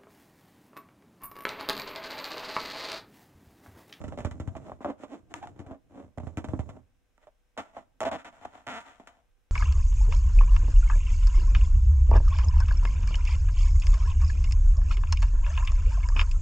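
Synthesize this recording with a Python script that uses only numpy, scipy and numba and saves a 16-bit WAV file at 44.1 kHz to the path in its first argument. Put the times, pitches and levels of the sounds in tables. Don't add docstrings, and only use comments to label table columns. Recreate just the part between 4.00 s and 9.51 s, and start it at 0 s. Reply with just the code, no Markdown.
import sys
import numpy as np
from scipy import signal
from scipy.fft import rfft, irfft
from scipy.io import wavfile
from scipy.ndimage import uniform_filter1d
from numba import njit

SR = 44100
rng = np.random.default_rng(int(sys.argv[2]) if len(sys.argv) > 2 else 0)


def pcm_store(signal):
    levels = np.round(np.clip(np.atleast_2d(signal), -1, 1) * 32767)
    wavfile.write(sys.argv[1], SR, levels.astype(np.int16).T)


def convert_level_to_amplitude(level_db):
    exponent = np.asarray(level_db, float) / 20
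    return 10 ** exponent


N = 242991


def unit(x):
    return x / np.sqrt(np.mean(x ** 2))


def colour(x, points):
    hz, db = np.transpose(points)
    bins_hz = np.arange(1025) * SR / 2048 + 1
    log_gain = np.interp(np.log(bins_hz), np.log(hz), db) * np.log(10) / 20
    cepstrum = irfft(log_gain)
    cepstrum[1:1024] = 2 * cepstrum[1:1024]
    cepstrum[1025:] = 0
    impulse = irfft(np.exp(rfft(cepstrum)))
    return signal.fftconvolve(x, impulse)[:len(x)]


# (frequency [Hz], level per Hz [dB])
QUIET_TONE = [(12, -39.5), (20, -0.5), (65, -8.5), (130, -23), (459, -24.5), (499, -26.5), (542, -24.5),
              (923, -28.5), (2600, -31), (3950, -36.5), (4670, -42.5), (5080, -36.5), (16000, -46.5)]
# (frequency [Hz], rms level [dB])
MAINS_HUM = [(49.5, -79), (99.5, -93), (495.3, -89), (775, -99), (1560, -94.5)]


def quiet():
    shared, left, right = (colour(rng.standard_normal(N), QUIET_TONE) for _ in range(3))
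    noise = unit(0.68 * shared + np.array([left, right]))
    t = np.arange(N) / SR
    hum = sum(np.sqrt(2) * convert_level_to_amplitude(db) * np.sin(2 * np.pi * hz * t) for hz, db in MAINS_HUM)
    return convert_level_to_amplitude(-69) * noise * 0.84 + hum


# (time [s], left minus right [dB], air pitch [Hz], skin pitch [Hz])
HOLD_PATH = [(0.0, -4, 620, 259), (0.25, -2.5, 604, 242), (0.51, -3.5, 670, 275.4),
             (0.89, -0.5, 609, 276.6), (1.07, -2.5, 622, 286), (1.4, -1, 744, 304.4),
             (1.998, -1.5, 572, 269.4), (2.15, -6.0, 639, 245), (2.391, -2.5, 626, 268.3),
             (2.9, -4, 632, 260), (2.98, -2.5, 629, 253), (3.26, -2.5, 609, 283), (3.46, -1, 711, 274),
             (4.16, -0.5, 659, 260), (4.481, 0.5, 735, 249.5), (4.63, -0.5, 739, 271), (5.31, 3, 712, 254),
             (5.4, -4, 647.9, 268)]


def hold(t):
    s, *columns = np.transpose(HOLD_PATH)
    return [np.interp(t, s, column) for column in columns]


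@njit
def svf(x, hz, width):
    y, band, low = np.empty(len(x)), 0., 0.
    for i in range(len(x)):
        g, k = np.tan(np.pi * hz[i] / SR), width / hz[i]
        v = (band + g * (x[i] - low)) / (1 + g * (g + k))
        band = 2 * v - band
        low += 2 * g * v
        y[i] = k * v
    return y


def ring(x, modes, tune, low_hz, high_hz):
    y = sum(convert_level_to_amplitude(db) * svf(x + 1e-18, hz * tune, 1. * width) for hz, width, db in modes)
    band = signal.butter(2, (low_hz, high_hz), "band", fs=SR, output="sos")
    return signal.sosfilt(band, y)


# (frequency [Hz], left minus right [dB])
PORT_TONE = [(2200, -1), (4000, 3), (8000, -4), (13000, 1)]


def port(x, side):
    return colour(x, [(hz, side * db / 2) for hz, db in PORT_TONE])


# (frequency [Hz], width [Hz], level [dB])
AIR_MODES = [(567.6, 6.9, -10.5), (653.7, 51, 4), (759, 155, -3.5), (987.1, 420, -13.5)]


def air_inside(x, air_hz, side):
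    return ring(x, AIR_MODES, (air_hz / 660) ** 0.98 * (1 + .004 * side), 300, 1600)


# (frequency [Hz], width [Hz], level [dB])
SKIN_MODES = [(210.6, 24, -7), (260, 38.4, 1.5), (303.6, 13, -7.5), (387, 18, -11.5)]


def rubber_skin(x, skin_hz, side):
    return ring(x, SKIN_MODES, (skin_hz / 260) ** 0.79 * (1 + 0.015 * side), 177, 520)


# (frequency [Hz], width [Hz], level [dB])
UPPER_MODES = [(954, 34, 7), (1023, 17, -4), (1208, 24, 4), (1360, 87, 1.5), (1482, 160, -4),
               (1742, 100, -5), (1938, 230, -8.5), (2350, 490, -14), (2630, 91, -14.5), (2982, 290, -11),
               (3350, 83, -10.5)]


def upper_modes(x, side):
    return port(ring(x, UPPER_MODES, np.full(N, 1 + 0.01 * side), 873, 2760), side)


# (frequency [Hz], level per Hz [dB])
HISS_TONE = [(2240, -37), (3800, -7), (4810, -13.5), (5190, -7.5), (6380, -4), (7010, -0.5), (10500, -18.5),
             (13500, -24.5), (15500, -23.5)]


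def top_hiss(x, side):
    return port(colour(x, HISS_TONE), side)


# (frequency [Hz], width [Hz], level [dB])
THUMP_MODES = [(85, 15, 0), (112, 28, -11), (55, 20, -17)]


def thump(x, side):
    return ring(x, THUMP_MODES, np.full(N, 1 + .075 * side), 45, 180)


# (time [s], level [dB])
HAND_UNREST = [(0, -42.5), (.2, -50), (.5, -49.5), (.65, -51.5), (.85, -65.5), (1.12, -70), (1.49, -54),
               (1.76, -78), (2.04, -56), (2.14, -79.5), (2.25, -45.5), (2.37, -57.5), (2.51, -44),
               (2.77, -53), (2.85, -74), (3.32, -93), (4.17, -70.5), (5.5, -91.5)]
# (air, skin, upper modes, top hiss [dB])
GRIP_SHARE = (-11, -4, -28.5, -29.5)


def grip_rustle(t):
    unrest = convert_level_to_amplitude(np.interp(t, *np.transpose(HAND_UNREST)))
    share = np.append(convert_level_to_amplitude(GRIP_SHARE), 1)
    return (share[:, None] * unrest) ** 2


# (time [s], air peak [dB], skin against air [dB], upper modes against air [dB], scuff t60 [s])
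PLUCK_TIMES = [(.015, -38.5, -16, -1.5, 0.031), (0.123, -30.5, -9, -14, 0.11),
               (.175, -33.5, 0.5, -7.5, 0.32), (0.27, -40, 10.5, -10, .066), (.565, -33, -1, -6, 0.089),
               (.684, -38.5, -16, -18, 0.032), (.696, -31.5, -26, -15, 0.037), (.718, -27, -15, -25, 0.055),
               (0.806, -33.5, -2, -26, 0.16), (.846, -20.5, -9, -21, 0.14), (0.858, -21.5, -6, -19, 0.028),
               (.9, -26.5, -8, -16.5, 0.11), (0.999, -49, 2, -11, 0.0484), (1.035, -30, -6.5, -9.5, 0.11),
               (1.562, -58, 2, -1, 0.054), (1.34, -27, -19, 5, 0.017), (1.428, -33.5, -25, -8.5, 0.04),
               (1.472, -34.5, -18, -4, 0.031), (2.382, -31, 2.5, -10, 0.13), (2.443, -28.5, -3, -5, .068),
               (3.179, -57, -10.5, 4, .012), (3.27, -41, -23, -14, 0.097), (4.998, -40, -3, -9, 0.095)]


def plucks():
    return [(s, air, -25.5, skin, upper, t60) for s, air, skin, upper, t60 in PLUCK_TIMES]


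# (time [s], air peak [dB], then against air: thump [dB], skin [dB], upper modes [dB])
TAP_TIMES = [(.04, -33.5, 0.5, -0.5, -5.5), (0.081, -48, 2, 15, 6.5), (.187, -28.5, -5.5, -8, -7),
             (.204, -34.5, 1.5, -3, -4.5), (.248, -25, 3.2, -5, -4.5), (.311, -37, -0.5, -14, -2),
             (.399, -33, 6, 4.5, -3.5), (.475, -34.5, 11, -3.5, -7), (.552, -30.5, -7.5, -20, -17.5),
             (1.592, -46.5, 9.5, 4.5, 3), (1.601, -37.5, -7, 1.5, -8.5), (1.664, -46.5, 6, -15, -3),
             (1.71, -35, -6, 1, -15), (2.015, -51.5, -10, 7, -19), (2.175, -35, 3.5, -1.5, -13.5),
             (2.2, -36.5, 0, -3, -11), (2.233, -42.5, 11, 1, -12), (2.269, -33.5, 3, -6.5, -10),
             (2.372, -32.5, 6.5, 3.5, 2), (2.486, -31, 3, -12.5, -9), (2.534, -28, 2.5, 6, -20.5),
             (2.592, -29, 7, -3.5, -7), (2.691, -34.5, -1.5, -10, -6.5), (2.765, -53, -8, -13, -7)]


def taps():
    return [(*row, 0.1) for row in TAP_TIMES]


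# (skin, upper modes, top hiss [dB per dB])
LIGHT_TOUCH = (0.18, 0.21, 0.36)


def drag_power(t, drags, shares):
    skin, upper, top, deep, touch_db, lift_db = shares
    power = np.zeros((5, N))
    for touch, hardest, lift, air, bright in drags:
        on = (t >= touch) & (t <= lift)
        rise = (hardest - t[on]) / (hardest - touch)
        fall = (t[on] - hardest) / (lift - hardest)
        lost = np.where(fall < 0, touch_db * np.abs(rise) ** 1.29, lift_db * np.abs(fall) ** 1.364)
        levels = (0, skin, upper + bright, top + bright, deep)
        for k, (db, tilt) in enumerate(zip(levels, (0, *LIGHT_TOUCH, 0))):
            power[k, on] += convert_level_to_amplitude(air + db - (1.5 - tilt) * lost) ** 2
    return power


# (touch time [s], hardest time [s], lift time [s], air level [dB], brightness [dB])
HELD_DRAGS = [(.6, .67, 0.87, -51.5, 3.5), (.806, .83, .86, -50.5, 11.5), (.855, .89, .96, -36, -5.5),
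              (.98, 1.03, 1.055, -55.5, 12), (1.08, 1.14, 1.23, -44, 5), (1.345, 1.356, 1.475, -49.5, 13),
              (1.415, 1.437, 1.494, -37.5, 0.5), (1.455, 1.475, 1.552, -51.5, 6.5),
              (1.55, 1.596, 1.69, -54.5, -1), (1.64, 1.722, 1.82, -47, -7.5),
              (1.89, 1.99, 2.178, -51, -0.5), (2.175, 2.185, 2.185, -38.5, 1.5),
              (2.72, 2.77, 2.84, -54, -15), (1.295, 1.315, 1.37, -52.5, 5.5), (3.255, 3.276, 3.1, -60, -7)]
# (skin, upper modes, top hiss, thump [dB], level lost at touch [dB], at lift [dB])
HELD_SHARE = (1.5, -12.5, -25.5, -29, 11.5, 33)


def held_drags(t):
    return drag_power(t, HELD_DRAGS, HELD_SHARE)


# (start [s], end [s], slips per second at start [Hz], at end [Hz], scatter [0-1])
CREAK_TIMES = [(.82, .838, 1100, 2500, .08), (.862, .925, 280, 300, .3), (1.085, 1.175, 230, 245, .26),
               (1.415, 1.452, 780, 900, .09), (1.462, 1.487, 690, 765, .06), (1.9, 2.12, 260, 200, .55),
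               (3.577, 3.62, 270, 300, .22), (4.05, 4.115, 225, 230, .18), (4.115, 4.3, 240, 300, .22),
               (4.665, 4.692, 130, 135, .05), (4.692, 4.805, 265, 200, .12)]


def slipping(t):
    rate, scatter = np.full(N, 380.), np.full(N, .6)
    for start, end, first, last, spread in CREAK_TIMES:
        on = (t >= start) & (t < end)
        rate[on] = np.interp(t[on], (start, end), (first, last))
        scatter[on] = spread
    return rate, scatter


@njit
def slips(rate, scatter, chance):
    out, phase, k = np.zeros(len(rate)), 0., 0
    for i in range(len(rate)):
        phase += rate[i] * np.exp(scatter[i] * chance[k, 0]) / SR
        if phase >= 1:
            phase, k = phase - 1, k + 1
            out[i] = np.exp(.6 * scatter[i] * chance[k, 1])
    return out


# (touch time [s], hardest time [s], lift time [s], air level [dB], brightness [dB])
TABLE_DRAGS = [(3.19, 3.235, 3.3, -65.5, 0), (3.6, 3.65, 3.84, -58.5, -2.5),
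               (3.73, 3.773, 3.88, -45.5, -8.5), (4.15, 4.202, 4.26, -53, 7.5),
               (4.28, 4.36, 4.47, -54.5, -3.5), (4.38, 4.43, 4.61, -50.5, -4), (4.5, 4.555, 4.74, -51, -4),
               (4.78, 4.87, 5.125, -54.5, 1.5), (4.98, 5.01, 5.16, -58, -7), (5.05, 5.085, 5.32, -61, -1),
               (5.1, 5.18, 5.35, -70.5, -11)]
# (skin, upper modes, top hiss, thump [dB], level lost at touch [dB], at lift [dB])
TABLE_SHARE = (-11, -0.5, -17, -21, 13.5, 30)


def table_drags(t):
    return drag_power(t, TABLE_DRAGS, TABLE_SHARE)


# (time [s], air peak [dB], upper modes against air [dB], scuff t60 [s])
SNAG_TIMES = [(3.568, -41.5, -18, .03), (3.576, -25, -4.5, 0.066), (3.767, -32, -36, 0.098),
              (4.005, -19, -5, 0.031), (4.014, -20.5, -5.5, 0.039), (4.022, -21, -8, .026),
              (4.031, -21, -5, 0.02), (4.039, -32, -18, 0.014), (4.05, -23.5, -10, 0.086),
              (4.066, -21.5, -32, 0.17), (4.114, -31, -3, 0.049), (4.246, -46, 3, 0.17),
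              (4.453, -27.5, -11.5, 0.033), (4.667, -35, -4, 0.025), (5.073, -40.5, 2.5, 0.083)]


def snags():
    return [(s, air, -33, -18, upper, t60) for s, air, upper, t60 in SNAG_TIMES]


# (grab time [s], end of hold [s], free time [s], air level [dB], brightness [dB])
JERK_TIMES = [
    (3.577, 3.598, 3.674, -36.5, -0.5),
    (4.036, 4.044, 4.054, -43, -1),
    (4.052, 4.088, 4.115, -34.5, -2),
    (4.114, 4.158, 4.205, -34.5, -4),
    (4.247, 4.285, 4.33, -48.5, 3),
    (4.449, 4.456, 4.47, -45, -5),
    (4.666, 4.775, 4.89, -41.5, 4.5),
]
# (skin, upper modes, top hiss, thump [dB], level lost at touch [dB], at lift [dB])
JERK_SHARE = (-9.5, 0, -17, -16, -2, 49)


def jerks(t):
    return drag_power(t, JERK_TIMES, JERK_SHARE)


def bumps(push_s, scuff_db):
    force, t = np.zeros((5, N + SR)), np.arange(SR // 5) / SR
    for s, air, deep, skin, upper, t60 in plucks() + taps() + snags():
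        patter = rng.standard_normal(len(t)) * rng.exponential(size=len(t))
        tail = patter * np.exp(-np.log(1000) * t / max(t60, .005))
        top = 1.17 * upper - 11
        for k, db in enumerate((0, skin, upper, top, deep)):
            push = np.sin(np.pi * np.clip((t + .5 / SR) / push_s[k], 0, 1)) ** 2
            blow = push / push.sum() + convert_level_to_amplitude(scuff_db[k]) * tail
            force[k, int(s * SR):][:len(t)] += convert_level_to_amplitude(air + db) * blow
    return force[:, :N]


def balloon():
    t = np.arange(N) / SR
    gain = np.sqrt(grip_rustle(t) + held_drags(t) + table_drags(t) + jerks(t))
    pan_db, air_hz, skin_hz = hold(t)
    rate, scatter = slipping(t)
    clicks = unit(slips(rate, scatter, rng.standard_normal((N // 20, 2))) / np.sqrt(rate))
    blows = bumps(push_s=(.0005, .0012, .0002, .00006, .003), scuff_db=(-28, -37, -25, -21, -54))
    hiss_db = (-9.5, -1, 4.5, 10.0, -28.5)
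    lean_db = (-14, -7.5, -7.5, -1.5, -3.5)
    lean = [unit(uniform_filter1d(rng.standard_normal(N), size=n)) for n in (30, 60, 6, 2, 90)]
    impulse = 1. * (np.arange(SR // 10) == 0)
    out = np.zeros((2, N))
    for c, side in enumerate((1, -1)):
        parts = (lambda x: air_inside(x, air_hz, side),
                 lambda x: rubber_skin(x, skin_hz, side),
                 lambda x: upper_modes(x, side),
                 lambda x: top_hiss(x, side),
                 lambda x: thump(x, side))
        for k, part in enumerate(parts):
            rub = clicks + convert_level_to_amplitude(hiss_db[k]) * scatter * rng.standard_normal(N)
            share = 1 + side * convert_level_to_amplitude(lean_db[k]) * np.tanh(2 * lean[k])
            rub_level = np.std(part(rub[:SR]))
            tap_peak = np.abs(part(impulse)).max()
            out[c] += part(share * (gain[k] * rub / rub_level + blows[k] / tap_peak))
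        out[c] *= convert_level_to_amplitude(side * pan_db / 2)
    out[0] = np.roll(out[0], 5)
    return out


def room(x):
    t = np.arange(SR // 2) / SR
    tail = rng.standard_normal((2, len(t))) * np.exp(-np.log(1000) * t / 0.45)
    tail *= t > .006
    tail = signal.lfilter([1, -1], [1, -.96], tail / np.sqrt(np.sum(tail[0] ** 2)))
    return convert_level_to_amplitude(-19) * signal.fftconvolve(x.mean(0)[None], tail, axes=1)[:, :N]


def scene():
    near = balloon()
    return near + room(near) + quiet()


def low_pass(x):
    return signal.sosfilt(signal.butter(12, 16610, fs=SR, output="sos"), x)


def record(dry):
    top_cut = signal.ellip(8, .2, 40, 15750, fs=SR, output="sos")
    mix = signal.sosfilt(top_cut, dry)
    return low_pass(mix)


dry = scene()
out = record(dry)
pcm_store(out)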